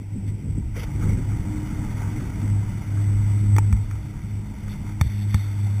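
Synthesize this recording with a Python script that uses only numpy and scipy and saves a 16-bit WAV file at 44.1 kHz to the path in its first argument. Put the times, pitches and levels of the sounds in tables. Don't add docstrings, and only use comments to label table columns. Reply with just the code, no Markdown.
import sys
import numpy as np
from scipy import signal
from scipy.io import wavfile
from scipy.ndimage import uniform_filter1d

SR = 44100
rng = np.random.default_rng(int(sys.argv[2]) if len(sys.argv) > 2 else 0)


def output_pcm(signal):
    pcm = np.clip(np.atleast_2d(signal).T, -1, 1) * 32767
    wavfile.write(sys.argv[1], SR, np.round(pcm).astype(np.int16))


def rack_gain(trim_db):
    fader = np.asarray(trim_db, float)
    return 10 ** (fader / 20)


N = 255780


def evened(x):
    return x / np.sqrt(np.mean(x ** 2) + 1e-20)


def steadied(x, window_s):
    size = round(window_s * SR)
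    power = uniform_filter1d(uniform_filter1d(x ** 2, size), size)
    return x / np.sqrt(power + 1e-9)


def curve(rows, column=1):
    rows = np.vstack(rows)
    return np.interp(np.arange(N) / SR, rows[:, 0], rows[:, column])


def drift(rate_hz):
    size = max(int(SR / rate_hz), 2)
    return evened(uniform_filter1d(uniform_filter1d(rng.standard_normal(N), size), size))


def noise(colour, patchy_db, size=512):
    frames, hz = 4 * N // size + 5, np.fft.rfftfreq(size, 1 / SR)
    real, imag, patches = rng.standard_normal((frames, len(hz), 3)).T
    patches = uniform_filter1d(patches, size=4, axis=0)
    patches = evened(uniform_filter1d(patches, size=10, axis=1))
    f, db = np.transpose(colour)
    level_db = np.interp(np.log(hz + 1), np.log(f + 1), db, right=-90)[:, None]
    spectra = (real + 1j * imag) * rack_gain(level_db + patchy_db * patches)
    return evened(signal.istft(spectra, nperseg=size, noverlap=3 * size // 4)[1][:N])


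def bandpass(x, band_hz):
    return signal.lfilter(*signal.butter(2, band_hz, "band", fs=SR), x)


def bump(t, centre_s, half_width_s):
    return np.exp(-((t - centre_s) / half_width_s) ** 2)


def add(mix, start_s, sound):
    part = mix[round(start_s * SR):][:len(sound)]
    part += sound[:len(part)]


# time in seconds, level in dB.
HUM = [(0.0, -32.5), (0.14, -32.5), (0.55, -25.5), (0.66, -33), (0.79, -26.5), (1.1, -25), (1.33, -21),
       (1.6, -26), (2.0, -30), (2.3, -31.5), (2.52, -21), (2.76, -26.5), (3.0, -18.5), (3.39, -19.5),
       (3.56, -14.5), (3.81, -24.5), (4.2, -32.5), (5.8, -30)]
# time in seconds, half width in seconds.
NODES = [(0.44, 0.057), (0.66, 0.043), (0.88, 0.08), (1.429, 0.17), (1.7, 0.13), (2.28, .07), (2.83, 0.11),
         (4.06, 0.067), (4.18, 0.064), (4.47, 0.058), (4.59, .08), (4.77, 0.064), (5.07, 0.078)]
# time in seconds, half width in seconds, peak in dB.
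SWELLS = [
    [(4.36, .05, -35), (4.68, 0.017, -44), (5.26, 0.17, -27), (5.71, 0.2, -24.5)],
    [(0.18, 0.025, -46), (0.354, 0.037, -37), (0.75, 0.067, -44), (1.1, .1, -36), (1.4, 0.046, -46),
     (1.86, 0.09, -37), (2.45, 0.14, -37.5), (3.22, 0.16, -40), (3.48, .11, -34), (3.72, 0.047, -29),
     (4.1, .05, -43), (4.68, 0.33, -39.5), (5.19, 0.089, -36.5), (5.35, 0.039, -33), (5.65, 0.14, -40)],
    [(0.59, 0.13, -46), (0.93, 0.11, -43.5), (1.37, 0.035, -42), (1.57, 0.12, -34.5), (1.8, 0.045, -40),
     (2.16, 0.065, -43.5), (2.52, 0.13, -45), (3.03, 0.19, -43), (3.45, 0.18, -44.5), (4.1, .15, -51),
     (4.9, 0.08, -48.5), (5.55, 0.14, -51.5)],
]


def hum():
    mesh_hz, wander_hz, rest_db = 101.7, .35, [-75, -53, -57]
    t = np.arange(N) / SR
    turn = 2 * np.pi * np.cumsum(mesh_hz + wander_hz * drift(5.25)) / SR
    level = rack_gain(rest_db)[:, None] * np.ones(N)
    level[0] += rack_gain(curve(HUM))
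    for s, half_width_s in NODES:
        level[0] *= np.tanh(abs(t - s) / half_width_s)
    for order_level, rows in zip(level, SWELLS):
        order_level += sum(rack_gain(db) * bump(t, s, half_width_s) for s, half_width_s, db in rows)
    out = np.zeros(N)
    for order, strength in enumerate(level, 1):
        flutter_db, sway_rad = .8 * drift(30), .08 * drift(20)
        out += np.sqrt(2) * strength * rack_gain(flutter_db) * np.sin(order * turn + sway_rad)
    return out


# time in seconds, level in dB, brightness of the upper part in dB.
RUMBLE = [(0.0, -41.5, 9.5), (0.33, -38.5, 0), (0.45, -38.5, 4.5), (0.5, -29, -6), (0.86, -31, -6.5),
          (1.02, -24.5, -7), (1.17, -23.5, -10.5), (1.23, -33, 1), (1.8, -32, -2), (2.27, -30.5, -3.5),
          (2.37, -39.5, 5), (2.5, -32, 0), (3.02, -36.5, 0), (3.2, -31, -5.5), (3.6, -30.5, -6.5),
          (4.0, -32.5, -6), (5.15, -37, -6.5), (5.8, -44.5, 4)]
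# frequency in Hz, level in dB.
RUMBLE_LOW = [(15, -37), (30, 0.5), (55, 1.5), (80, 0.5), (110, -11.5), (150, -45), (250, -69)]
RUMBLE_HIGH = [(60, -21.5), (100, 4), (140, 1.5), (180, -3.5), (260, -9.5), (360, -17.5), (480, -26.5),
               (700, -41.5)]
# time and half width in seconds, lower and upper part in dB.
JOLTS = [(0.07, 0.052, -5, -15), (0.18, 0.02, 4, 1), (0.3, 0.034, 7, 2.5), (0.41, 0.029, 0, -2.5),
         (0.65, 0.032, 0.5, -1), (0.72, 0.04, -1, -6), (0.95, .06, -2.5, -0.5), (1.08, .07, -0.5, 5),
         (1.19, 0.031, 3.5, 5.5), (1.42, 0.16, 3.5, -0.5), (2.1, .12, -3, 0.5), (2.38, 0.033, 10, 2.5),
         (2.5, 0.1, -1, -1), (2.86, 0.046, -4, -4), (3.17, 0.035, 6.5, -1.5), (3.33, .05, -5, 0),
         (5.6, 0.077, 0, 1.5), (3.42, 0.031, -3, 1), (4.08, 0.029, -10, 0), (4.3, 0.052, -4, 1.5),
         (4.82, 0.084, 1, 4.5), (5.25, .03, -5, 2)]


def rumble():
    t = np.arange(N) / SR
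    low_db, high_db = sum(np.outer(db, bump(t, s, half_width_s)) for s, half_width_s, *db in JOLTS)
    low_db = low_db + 1.25 * drift(36)
    high_db = high_db + curve(RUMBLE, 2) + 3.5 + 0.84 * drift(34)
    low = steadied(noise(RUMBLE_LOW, patchy_db=1.7, size=4096), 0.077) * rack_gain(low_db)
    high = steadied(noise(RUMBLE_HIGH, patchy_db=1.17, size=4096), 0.09) * rack_gain(high_db)
    return rack_gain(curve(RUMBLE)) * (low + high)


# frequency in Hz, level in dB.
FLOOR_COLOUR = [(210, -14), (350, -4), (408, -10), (461, -32), (589, -12.5), (950, -11), (1090, -46), (1520, -16.5),
                (1750, -29), (1960, -10.5), (2100, -12.5), (2310, -14), (2740, -19.5), (3500, -20.5), (4000, -18),
                (5200, -76), (8800, -120)]


def noise_floor():
    return rack_gain(-55.5) * noise(FLOOR_COLOUR, patchy_db=-1.2)


# frequency in Hz, width in Hz, level in dB.
CASE = [(934, 103, 11.5), (1384, 510, 10), (2084, 195, 14), (2950, 78, 10.5), (3440, 640, 9.5),
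        (1085, 110, -17), (1730, 150, -28), (696, 150, -1.5)]


def through_case(x):
    out = x.copy()
    for hz, width_hz, db in CASE:
        out += (rack_gain(db) - 1) * signal.lfilter(*signal.iirpeak(hz, hz / width_hz, SR), x)
    return evened(out)


# time in seconds, level in dB.
ROAR = [(0.0, -63), (0.3, -60), (0.74, -58.5), (0.76, -46), (0.95, -49.5), (1.04, -45), (1.14, -48),
        (1.9, -45.5), (2.03, -43.5), (2.15, -45), (2.7, -48.5), (3.25, -48), (3.7, -51), (4.43, -54.5),
        (4.74, -51.5), (5.0, -53), (5.45, -51.5), (5.8, -50)]
# frequency in Hz, level in dB.
ROAR_TILT = [(200, -7), (400, 1.5), (700, 0.5), (1100, -5), (1700, -6.5), (2400, -8), (3200, -17.5),
             (3750, -15), (4000, -7.5)]


def roar():
    ticks_per_s = 60
    tick_db = 3.5 * np.minimum(rng.exponential(1, N), 3)
    ticks = (rng.random(N) < ticks_per_s / SR) * rack_gain(tick_db)
    rattle = 1 + 0.18 * signal.lfilter([1], [1, -.995], ticks)
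    wash = noise(ROAR_TILT, patchy_db=1.5) * rattle * rack_gain(0.26 * drift(35))
    return rack_gain(curve(ROAR) + 0.99) * through_case(wash)


# start in seconds, peak in dB, frequency in Hz, t60 in seconds, rise in seconds.
THUMPS = [(0.159, -22.5, 190, 0.19, 0.0073), (.578, -13.5, 155, 0.045, 0.0031),
          (3.563, -22.5, 210, .02, 0.00074), (3.5826, -16.5, 204, 0.017, 0.00047),
          (3.728, -4, 58, 0.096, 0.0036), (5.0118, -1, 76.3, 0.071, 0.0044),
          (5.012, -20, 363, 0.0077, 0.00041), (5.343, -26, 346, .014, .0008),
          (5.048, -10.5, 79, 0.06, 0.0051), (5.063, -10, 62.3, 0.076, 0.0035),
          (5.345, -4, 71, 0.065, 0.003)]


def thumps():
    out, t = np.zeros(N), np.arange(9000) / SR
    sag_s = 0.0053 * (1 - np.exp(-t / 0.0062))
    for s, peak_db, hz, t60_s, rise_s in THUMPS:
        shape = rack_gain(peak_db - 60 * t / t60_s) * (1 - np.exp(-t / rise_s))
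        add(out, s, 1.27 * shape * np.sin(2 * np.pi * hz * (t + sag_s)))
    return out


# start and length in seconds, level, 1.4 kHz and 3 kHz band in dB.
SCUFFS = [(0.266, 0.051, -53, -16, -8), (0.755, 0.013, -39, -2, -8), (0.763, 0.025, -37.5, -25, -11),
          (0.793, 0.014, -41, -5, 0), (0.828, 0.019, -38.5, -4, -5.5), (.76, 0.14, -50, -14, 0),
          (1.005, .02, -53, 7, -14), (1.021, 0.034, -50, 6, -13), (1.083, 0.055, -41.5, -18, -11),
          (2.971, 0.018, -53.5, 8, -16), (4.618, 0.024, -52, -9, -6), (4.671, 0.017, -49, 0.5, -12),
          (4.713, 0.044, -51.5, -1, -2), (4.884, 0.024, -54, 3, -9), (5.44, 0.028, -55, 4, -10)]
# low edge in Hz, high edge in Hz.
SCUFF_BANDS_HZ = [(360, 530), (1200, 1600), (1980, 2260), (2400, 3800)]


def scuffs():
    out, t = np.zeros(N), np.arange(4000) / SR
    for s, length_s, db, mid_db, high_db in SCUFFS:
        grain, grip = rng.standard_normal((2, 4000))
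        shape = (1 - np.exp(-t / 0.0026)) * np.exp(-(t / length_s) ** 3)
        drag = grain * rack_gain(2.3 * evened(uniform_filter1d(grip, size=120)))
        bands = zip((-2.5, mid_db, -2.5, high_db), SCUFF_BANDS_HZ)
        burst = sum(rack_gain(band_db) * evened(bandpass(drag, band_hz)) for band_db, band_hz in bands)
        add(out, s, rack_gain(db) * shape * burst)
    return out


# start in seconds, length in seconds, level in dB.
SCRAPE = [(0.27, 0.025, -55.5), (0.85, .6, -69), (1.523, 0.019, -56), (1.45, 1.5, -64.5),
          (2.974, 0.56, -59.5), (3.62, 0.125, -59), (3.75, 2.1, -63), (4.682, 0.066, -52.5),
          (4.876, 0.035, -62), (5.021, .225, -51), (5.286, 0.18, -49), (5.478, 0.19, -57), (5.654, .2, -63)]
# frequency in Hz, level in dB.
SCRAPE_COLOUR = [(600, -23), (1500, -18.5), (2100, -4), (2700, -15.5), (3200, -17), (3520, -1.5),
                 (3780, -9), (4000, -8)]


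def scrape():
    t, ramp_s = np.arange(N) / SR, 0.039
    chatter = rack_gain(0.36 * drift(180) + 0.5 * drift(36))
    drags = np.zeros(N)
    for s, length_s, db in SCRAPE:
        inside_s = np.minimum(t - s, s + length_s - t)
        drags += rack_gain(db) * np.clip(inside_s / ramp_s + .5, 0, 1)
    return rack_gain(0.5) * drags * evened(noise(SCRAPE_COLOUR, patchy_db=-1.8) * chatter)


# start in seconds, then 0.9 kHz mode, 1.3 kHz mode, 2 kHz pair, 3.5 kHz mode in dB.
CLACKS = [
    (3.5642, -29, -21, -22.5, -27),
    (3.5832, -14.5, -10.5, -16, -37),
    (3.5879, -34, -42, -29, -50),
    (3.7265, -36, -21.5, -25.5, -34),
    (3.911, -56, -25, -34.5, -48),
    (3.954, -39, -36, -48, -56),
    (5.0115, -24.5, -13, -16, -16),
    (5.016, -48, -43, -28, -50),
    (5.3434, -27, -15.5, -20, -19),
]
# frequencies in Hz, t60 in seconds.
CLACK_MODES = [([905], .025), ([1330], .010), ([1800, 2290], .011), ([3560], .011)]


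def clacks():
    ring_factor, damping_power = 0.76, 1.63
    out, t = np.zeros(N), np.arange(2500) / SR
    for s, *modes_db in CLACKS:
        rattle = rack_gain(max(modes_db) - 14 - 60 * t / 0.036) * rng.standard_normal(len(t))
        sound = bandpass(rattle, (400, 3400))
        side = 1
        for db, (pair_hz, t60_s) in zip(modes_db, CLACK_MODES):
            decay = rack_gain(db - 2 - 60 * (t / (t60_s * ring_factor)) ** damping_power)
            for hz in pair_hz:
                side = -side
                sound += side * decay * np.sin(2 * np.pi * hz * rng.uniform(0.93, 1.02) * t)
        snap = rack_gain(max(modes_db) + 6 - 60 * t / 0.004) * np.cos(2 * np.pi * 1600 * t)
        add(out, s, (sound + snap) * (1 - np.exp(-t / 0.00088)))
    return out


def scene():
    machinery = hum() + rumble() + noise_floor() + roar()
    rider = thumps() + scuffs() + scrape() + clacks()
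    return (machinery + rider)[None]


def roll_off(x):
    return signal.sosfilt(signal.butter(12, 16520, fs=SR, output="sos"), x)


def record(dry):
    stored_hz, held, edge_hz = 8000, 6, 15300
    smooth = signal.sosfilt(signal.cheby2(8, 21, 4000, fs=SR, output="sos"), dry)
    stored = signal.resample_poly(smooth, stored_hz, SR, axis=1, window=("kaiser", 8))
    stairs = np.repeat(stored, held, axis=1)
    played = signal.resample_poly(stairs, SR, stored_hz * held, axis=1)[:, :N]
    lowpass = signal.firwin(1023, edge_hz, window=("kaiser", 10), fs=SR)
    kept = signal.oaconvolve(played, lowpass[None], "same")
    treble = bandpass(played, (9000, 14000))
    attack = uniform_filter1d(treble ** 2, size=256) > rack_gain(-46) ** 2
    top = signal.sosfilt(signal.cheby2(10, 30, 16800, fs=SR, output="sos"), played - kept)
    kept += rack_gain(-7) * top * uniform_filter1d(1. * attack, size=128)
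    return roll_off(kept)


dry = scene()
out = record(dry)
output_pcm(out)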